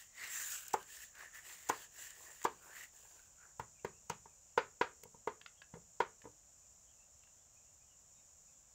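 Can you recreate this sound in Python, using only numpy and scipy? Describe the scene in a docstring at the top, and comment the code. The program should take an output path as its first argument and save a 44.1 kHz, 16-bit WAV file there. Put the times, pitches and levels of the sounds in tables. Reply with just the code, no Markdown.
"""Insects hiss and a yard murmurs throughout, as shaped noise; something dry scuffs nearby for the first seconds.
Small ticks of cane pieces soon join: clicks through shared resonances, each with a short ring.
Then a cleaver chops cane on a round wooden block: noise crackles as fibres snap, damped modes knock, soft thuds follow.
Later a far bird chirps in husky sine glides. A decaying noise tail is the wall's answer to chops, ticks and bird."""
import sys
import numpy as np
from scipy import signal
from scipy.fft import rfft, irfft, next_fast_len
from scipy.io import wavfile
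from scipy.ndimage import uniform_filter1d, map_coordinates

SR = 44100
rng = np.random.default_rng(int(sys.argv[2]) if len(sys.argv) > 2 else 0)


def unload_wav(signal):
    """Save mono or channel-first audio to the path in sys.argv[1] as 16-bit WAV at rate SR, clipped to [-1, 1]."""
    wavfile.write(
        sys.argv[1],
        SR,
        np.round(np.clip(np.atleast_2d(signal).T, -1, 1) * 32767).astype(np.int16),
    )


N = 385774


def amp(db):
    """Amplitude factor of a level in dB."""
    return 10 ** (np.asarray(db) / 20)


def unit(x):
    """x scaled to rms 1."""
    return x / np.sqrt(np.mean(x ** 2) + 1e-20)


def along(points, hz):
    """Interpolate (frequency [Hz], value) points on a log frequency axis."""
    f, v = np.transpose(points)
    return np.interp(np.log(hz + 1), np.log(f + 1), v)


def wobble(knots_per_s):
    """A smooth random curve through normally distributed knots."""
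    knots = rng.standard_normal(int(N * knots_per_s / SR) + 4)
    return map_coordinates(knots, [np.arange(N) * knots_per_s / SR])


def filtered(x, response):
    """x times a response of frequency, zero-padded."""
    m = next_fast_len(len(x) + 8192)
    spectrum = rfft(x, m) * response(np.fft.rfftfreq(m, 1 / SR))
    return irfft(spectrum, m)[:len(x)]


def rush(spectrum, grain_db):
    """Shaped noise of rms 1 with a gritty fast flutter."""
    fluttering = rng.standard_normal(N) * amp(grain_db * wobble(400))
    return unit(filtered(fluttering, lambda f: amp(along(spectrum, f))))


def add(track, start_s, x):
    """Mix x into the track in place."""
    part = track[max(round(start_s * SR), 0):][:len(x)]
    part += x[:len(part)]


# merged insect band: (frequency [Hz], relative density [dB per Hz])
INSECT_SPECTRUM = [(2350, -49.5), (4000, -29.5), (4800, -23), (5570, -11.5), (6360, -7.5), (6470, -8),
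                   (6890, 0), (7340, -2), (9330, -27.5), (11900, -28), (14600, -25.5), (15700, -27)]
# far traffic and air: (frequency [Hz], relative density [dB per Hz])
YARD_SPECTRUM = [(12, -43.5), (20, -6), (69, -2.5), (103, -10), (132, -12), (165, -13), (207, -18),
                 (380, -25.5), (582, -16), (1670, -25.5), (2190, -28), (2620, -25.5), (4300, -31.5),
                 (5590, -62), (9460, -120)]
YARD_DB, INSECT_DB = -73, -64.5


def background():
    """Many insects merge into a band of hiss; the yard murmurs below."""
    insect_db = INSECT_DB + 0.43 * wobble(1.6) + 0.58 * wobble(20)
    insects = amp(insect_db) * rush(INSECT_SPECTRUM, grain_db=-0.2)
    yard_db = YARD_DB + 0.2 * wobble(2.2)
    return insects + amp(yard_db) * rush(YARD_SPECTRUM, grain_db=-0.5)


# rubbing strokes: (start [s], attack [s], hold [s], release [s], first hollow pitch [Hz], last hollow pitch [Hz],
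#                   rasp level [dB], middle level [dB], swish level [dB], drag level [dB])
STROKES = [(-.04, .04, .02, .11, 1829, 1870, -66, -65.5, -58, -80),
           (0.106, .11, 0.0604, .1, 1990, 1978, -51.5, -54.5, -51.5, -65),
           (0.216, .12, .21, .2, 1903, 1562, -53, -54.5, -43.5, -74.5),
           (.6, .06, .16, .08, 1560, 1570, -69, -68, -61.5, -77.5),
           (.8, 0.1075, .13, .1, 1780, 1832, -63.5, -63.5, -54.5, -79.5),
           (1.1, .09, 0.0609, .13, 1680, 1800, -58, -67, -60.5, -70.5),
           (1.307, 0.0404, .03, .1, 1836, 1861, -56.5, -69, -57.5, -88),
           (1.37, .1, 0.0698, .14, 1871, 1895, -62, -62, -54.5, -70.5),
           (1.5, .08, .1, .06, 1950, 1950, -71, -72, -62, -80.5),
           (1.58, .12, .14, .07, 1901, 1720, -63, -62.5, -56.5, -67.5),
           (1.88, .11, 0.0697, .2, 1760, 1821, -60.5, -63, -52, -72.5),
           (2.08, .08, .26, .12, 1848, 1800, -68, -71, -59.5, -79.5),
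           (2.14, 0.037, .14, .05, 1840, 1800, -79, -81, -72, -67.5),
           (2.4, .08, .14, .08, 1774, 1500, -80, -77, -71, -74),
           (2.58, .05, .11, .08, 1400, 1570, -67, -78, -65, -69),
           (2.662, 0.098, .08, .07, 1831, 1950, -57, -63, -54.5, -72.5),
           (2.85, 0.0997, .25, .3, 1750, 1542, -78.5, -77, -66, -76),
           (3.33, 0.0782, 0.0595, .12, 1423, 1539, -71.5, -87, -84, -76.5)]
RAMP_DB = 26.5  # climb over one attack, fall over one release


def strokes():
    """Gains of the four rubbing layers, strokes summed in power; the stroke with the loudest rasp leads the pitch."""
    t = np.arange(N) / SR
    power, pull = np.full((4, N), 1e-14), np.zeros(N)
    for start_s, attack_s, hold_s, release_s, first_hz, last_hz, *layer_db in STROKES:
        corners_s = np.cumsum([start_s, attack_s, hold_s, release_s])
        before = (corners_s[1] - t) / attack_s
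        after = (t - corners_s[2]) / release_s
        shape_db = -RAMP_DB * np.maximum(0, np.maximum(before, after))
        stroke_power = amp(shape_db + np.array(layer_db)[:, None]) ** 2
        power += stroke_power
        pull += stroke_power[0] * np.interp(t, corners_s[[1, 2]], [first_hz, last_hz])
    return np.sqrt(power), pull / power[0]


def patchy(x, depth_db):
    """The colour shifts: random gain in patches a few hundred Hz wide and some 50 ms long."""
    z = signal.stft(x, nperseg=512)[2]
    field = uniform_filter1d(rng.standard_normal(z.shape), size=5, axis=0)
    field = uniform_filter1d(field, size=9, axis=1)
    return unit(signal.istft(z * amp(depth_db * unit(field)), nperseg=512)[1][:N])


# rubbing layers, each: (frequency [Hz], relative density [dB per Hz]); the swish also colours the ticks' treble
RASP_SPECTRUM = [(600, -18), (1000, -9), (1500, -1), (2000, -3.5), (2600, -7.5), (3500, -34.5)]
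MIDDLE_SPECTRUM = [(1800, -26.5), (2400, -2), (2800, 1.5), (3500, -4.5), (4700, -5), (5600, -13),
                   (7000, -29.5)]
SWISH_SPECTRUM = [(2940, -42), (5000, -14.5), (5800, -9.5), (7480, 1), (7920, -5), (8350, -9.5),
                  (9770, -14.5), (12500, -17), (15000, -8), (15700, -10)]
DRAG_SPECTRUM = [(200, -35), (350, -2), (700, -1.5), (1100, -1), (1600, -24.5)]


def scuff():
    """Dry rubbing: a rasp with a hollow resonance that slides, a hiss above it, a bright swish and a low drag."""
    (rasp_gain, middle_gain, swish_gain, drag_gain), pitch_hz = strokes()
    slow = filtered(rng.standard_normal(N) * amp(1.5 * wobble(150)), lambda f: 1 / (1 + (f / 165) ** 2))
    # narrow noise carried on the sliding pitch
    hollow = unit(slow * np.sin(2 * np.pi * np.cumsum(pitch_hz) / SR))
    rasp = unit(rush(RASP_SPECTRUM, grain_db=2.5) + amp(3) * hollow)
    middle = middle_gain * patchy(rush(MIDDLE_SPECTRUM, grain_db=1.0), depth_db=2)
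    swish = swish_gain * patchy(rush(SWISH_SPECTRUM, grain_db=1.0), depth_db=2.5)
    drag = drag_gain * rush(DRAG_SPECTRUM, grain_db=4.5)

    def uneven(depth_db):
        return amp(depth_db * wobble(14))

    grit = amp(0.4 * wobble(45) + 0.89 * wobble(160))  # all bands stutter together as the surfaces catch
    return grit * (uneven(1.5) * rasp_gain * rasp + uneven(0.54) * (middle + swish) + uneven(1.9) * drag)


# decay of the answer: (frequency [Hz], t60 [s])
WALL_DECAY = [(100, 0.6), (500, 0.079), (1500, 0.23), (4000, 0.16), (10000, 0.1)]


def walls(x, wet_db):
    """The sound plus its own diffuse answer from floor and wall, each frequency dying at its own speed."""
    hz, t, z = signal.stft(rng.standard_normal(SR // 3), SR, nperseg=256)
    decay = amp(-60 * t / along(WALL_DECAY, hz)[:, None])
    tail = signal.istft(z * decay, SR, nperseg=256)[1]
    delayed = np.pad(x, (round(0.0025 * SR), 0))
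    wet = amp(wet_db) * signal.fftconvolve(delayed, tail / np.linalg.norm(tail))
    wet[:len(x)] += x
    return wet


def crackle(length_s, db, t60_s, colour, swell_db=0):
    """Fibres snap for a length of time, swelling to their level, then the snaps die away."""
    t = np.arange(SR // 10) / SR
    fall_db = -60 * np.clip(t - length_s, 0, 1) / t60_s
    rise_db = -swell_db * np.clip(1 - t / length_s, 0, 1)
    gate = np.clip(t / 0.00053, 0, 1) * amp(fall_db + rise_db)
    # the level jumps every 21 samples
    jumps = np.repeat(rng.standard_normal(len(t) // 21), 21)
    snaps = rng.standard_normal(len(t)) * amp(3.5 * jumps)
    return amp(db) * gate * unit(filtered(snaps, colour))


# resonances shared by the cane pieces: (frequency [Hz], half-width [Hz], relative level [dB])
PIECE_RESONANCES = [(1590, 670, -8), (2780, 580, -6.5), (4750, 210, -15)]
# small dry ticks: (time [s], base level before layer offsets [dB], pitch [Hz], treble relative to base [dB])
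TICKS = [(0.6648, -52.5, 1480, 13), (0.6812, -53, 1480, 22.5), (0.7072, -50, 2130, 8),
         (0.8276, -51, 1560, 4.5), (1.1521, -48, 1680, 1), (1.2186, -52, 1710, -13),
         (1.346, -56.5, 1857, -4.5), (1.9415, -58, 1750, 8), (2.1052, -47.5, 1770, 4),
         (2.371, -65, 1880, -14), (2.3945, -62, 1763, -9), (2.4161, -43.5, 1890, -5),
         (2.4287, -46, 1850, 4), (3.1122, -58.5, 4700, -1.5), (3.1658, -60, 1430, -4),
         (3.1925, -56, 1470, -10), (5.0351, -47.5, 2160, 10), (5.4126, -44, 1720, -16),
         (5.4606, -39, 1393, -26), (5.6184, -39.5, 1646, -21.5), (6.2176, -49, 1746, -9),
         (7.2352, -58, 2720, -3.5), (7.2728, -60, 1640, -2)]


def ticks():
    """A cane piece snaps: a click through the resonances that all pieces share, and a short ring at its own pitch."""
    out, t = np.zeros(N), np.arange(SR // 10) / SR

    def shared(f):
        floor = amp(-17) * (f > 900) * (f < 5200)
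        return floor + sum(amp(db) / (1 + ((f - c) / w) ** 2) for c, w, db in PIECE_RESONANCES)

    for time_s, db, hz, treble_db in TICKS:
        pitched = amp(db - 6.0 - 60 * t / 0.028) * np.sin(2 * np.pi * hz * t) * (1 - np.exp(-t / .0006))
        click = crackle(0.0029, db - 11, .015, shared)
        add(out, time_s, walls(click + pitched, wet_db=-10.5))
        treble = crackle(.0015, db + treble_db - 7, .015, lambda f: amp(along(SWISH_SPECTRUM, f)))
        add(out, time_s, treble)
    return out


def ring(modes, spread_db, middle_db=0, edge_db=0):
    """Damped modes at new strengths, peak 1; where the blow lands sets the middle and upper ones."""
    t = np.arange(SR // 4) / SR
    x = np.zeros(len(t))
    for hz, db, t60_s in modes:
        zone_db = edge_db * (hz > 1280) + middle_db * (650 < hz <= 1280)
        level_db = db + rng.normal(0, spread_db) + zone_db
        x += amp(level_db - 60 * t / t60_s) * np.sin(2 * np.pi * hz * rng.normal(1, 0.018) * t)
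    x = -x * (1 - np.exp(-t / 0.00067))
    return x / np.abs(x).max()


# modes of the block, then of the stump under it: (nominal frequency [Hz], relative level [dB], t60 [s])
BLOCK_MODES = [(452.3, 0.5, 0.065), (572.6, -8.5, 0.023), (840, -6, 0.075), (914.6, 3, .06),
               (957, 0.5, 0.046), (1170, -9.5, 0.04), (1435, -4, 0.051), (1619, -8.5, 0.069),
               (2030, -5, 0.038), (2595, -8.5, 0.01), (3320, -16.5, 0.037)]
STAND_MODES = [(70, -19, .09), (120, -5, .09), (165, -1, .07), (215, 0, .07), (290, -5, .05)]
# dense upper modes of the wood: (frequency [Hz], relative density [dB per Hz])
GRAIN_SPECTRUM = [(200, -39), (330, -12.5), (430, -1.5), (620, -9.5), (920, -5), (1500, -3.5), (2200, -8),
                  (3300, -18), (5300, -24.5), (7000, -28.5), (9500, -50.5)]


def knock(db, thump_db, middle_db, edge_db, bite_db, free_s, wet_db):
    """The block rings freely for a moment until the blade's weight damps it; it also pushes its stand."""
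    wood = ring(BLOCK_MODES, 1.5, middle_db, edge_db + 6)
    t = np.arange(len(wood)) / SR
    wood = wood * np.maximum(amp(-60 * np.clip(t - free_s, 0, 1) / 0.025), amp(-16.5))

    def dense_response(f):
        edge = 0.89 * edge_db * (f > 1280)
        middle = 0.65 * middle_db * (f > 650) * (f <= 1280)
        return amp(along(GRAIN_SPECTRUM, f) + edge + middle + bite_db * (f > 2300))

    dense = unit(filtered(rng.standard_normal(len(t)), dense_response))
    two_stage_decay = amp(-13.5 - 60 * t / 0.051) + amp(-24 - 60 * t / 0.21)
    wood = wood + dense * two_stage_decay * (1 - np.exp(-t / 0.0019))
    stand = amp(thump_db) * ring(STAND_MODES, 3.7)
    return amp(db) * walls(wood + stand, wet_db)


# snapping fibres: (frequency [Hz], relative density [dB per Hz])
SNAP_SPECTRUM = [(300, -24.5), (900, 1.5), (2500, -8.5), (4500, -12.5), (6200, 1.5), (7400, 3.5),
                 (9800, -15.5), (12500, -16), (15000, -5), (15700, -9)]
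# cleaver blows: (blade meets wood [s], knock level [dB], thump relative to knock [dB],
#                 middle setting [dB], edge setting [dB], both weighted in knock(),
#                 bite of the dense modes [dB], cut through cane [s], crackle level [dB])
BLOWS = [(0.7403, -18, -32.5, 0.5, -13.5, -4.5, .008, -37), (1.6975, -17, -26, 2, -3, -3.5, .009, -35.5),
         (2.4509, -18.5, -70, -1, -12.5, 5, .0105, -39.5), (3.5964, -29.5, -9, -3, -9.5, 0, .0016, -48),
         (3.847, -27.5, -10, -6.5, -13, 3, .0012, -48.5), (4.0995, -26.5, -11, -4, -9, 8, .003, -41),
         (4.5765, -15, -30, -4.5, -6.5, 1, .0022, -47.5), (4.812, -15.5, -35, -4, -5, 1.5, .003, -54.5),
         (5.274, -23.5, -23, -8, -15.5, 1.5, .003, -53),
         (6.0031, -17.5, -23.5, -3.5, -7.5, 0.5, .0032, -51)]
# soft contacts with the block: (time [s], knock level [dB], thump relative to knock [dB],
#                               middle setting [dB], edge setting [dB], both weighted in knock())
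THUDS = [(2.182, -62, -24, -27, -8.5), (2.255, -61, -16, 2, 8), (2.296, -61.5, -15, -14, -24),
         (3.051, -57, -33, 3, 0), (4.257, -47.5, -10, 2, -12), (5.034, -51, -8, -16, -35),
         (5.054, -49.5, -2.5, -10.5, -36), (5.145, -51.5, -0.5, -6, -28), (5.738, -45, 4, 0, -2),
         (5.754, -48.5, -7.5, -7.5, -17.5), (5.769, -48, -20, -16.5, -39.5), (6.241, -52, -1.5, -6, -9.5),
         (6.254, -41.5, -2.5, -7.5, -20), (6.272, -50, -18, -13, -36)]
CRACKLE_ON_S = 0.00059  # the fibres crackle on this long after the blade has met the wood
FREE_S, CANE_DAMPS = 0.0063, 0.18  # free ringing [s]; a cut through cane shortens it by this share of the cut


def cleaver():
    """The blade crackles through the cane until it meets the wood; soft thuds strike the same block."""
    out = np.zeros(N)
    for time_s, db, thump_db, middle_db, edge_db, bite_db, cut_s, crackle_db in BLOWS:
        fibres = crackle(cut_s + CRACKLE_ON_S, crackle_db, 0.017,
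                         lambda f: amp(along(SNAP_SPECTRUM, f)), swell_db=4)
        add(out, time_s - cut_s, walls(fibres, wet_db=-13.5))
        free_s = FREE_S - CANE_DAMPS * cut_s
        add(out, time_s, knock(db, thump_db, middle_db, edge_db, bite_db, free_s, wet_db=-13.0))
    for time_s, db, thump_db, middle_db, edge_db in THUDS:
        add(out, time_s, knock(db, thump_db, middle_db, edge_db, 0, free_s=.008, wet_db=-9.5))
    return filtered(out, lambda f: (1j * f / (45 + 1j * f)) ** 2)  # a small block sends out no deep bass


# far bird: (time [s], length [s], first pitch [Hz], last pitch [Hz], level before husk and walls [dB])
CHIRPS = [(3.74, .08, 2550, 2670, -85), (3.907, 0.085, 2700, 2710, -86), (4.27, 0.06, 2480, 2470, -86),
          (4.458, .1, 2850, 2630, -91), (5.525, 0.081, 2720, 3100, -83), (6.58, 0.082, 2487, 2500, -89),
          (6.849, 0.1, 3220, 2690, -88), (6.962, 0.068, 2554, 2800, -83.5), (7.178, 0.12, 3170, 2615, -85),
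          (7.36, 0.08, 3290, 3310, -90), (7.527, 0.1, 2450, 2470, -88.5), (7.631, 0.073, 2700, 2910, -91.5),
          (7.79, .06, 2620, 2550, -89.5), (7.871, 0.074, 3060, 2530, -85.5), (8.13, .1, 2450, 2550, -90.5),
          (8.137, .08, 3670, 3740, -89), (8.447, 0.07, 2490, 2450, -90.5), (8.51, 0.049, 3520, 3440, -88.5)]


def bird():
    """Short husky glides with an uneven warble, blurred by distance."""
    out = np.zeros(N)
    for time_s, length_s, first_hz, last_hz, db in CHIRPS:
        n = round(length_s * SR)
        husk = map_coordinates(rng.standard_normal(60), [np.arange(n) * 250 / SR])
        warble = 1 + .045 * map_coordinates(rng.standard_normal(40), [np.arange(n) * 90 / SR])
        pitch_hz = warble * np.linspace(first_hz, last_hz, n)
        envelope = amp(db + 4 * husk) * np.sqrt(np.hanning(n))
        glide = envelope * np.sin(2 * np.pi * np.cumsum(pitch_hz) / SR)
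        add(out, time_s, walls(glide, wet_db=7))
    return out


def scene():
    """All sources summed, one channel."""
    return (background() + scuff() + ticks() + cleaver() + bird())[None]


TOP_HZ = 15700


def record(dry):
    """The microphone rolls off the deepest bass and keeps nothing above its band limit."""
    return filtered(dry[0], lambda hz: (hz < TOP_HZ) * (1j * hz / (30 + 1j * hz)) ** 2)[None]


dry = scene()
out = record(dry)
unload_wav(out)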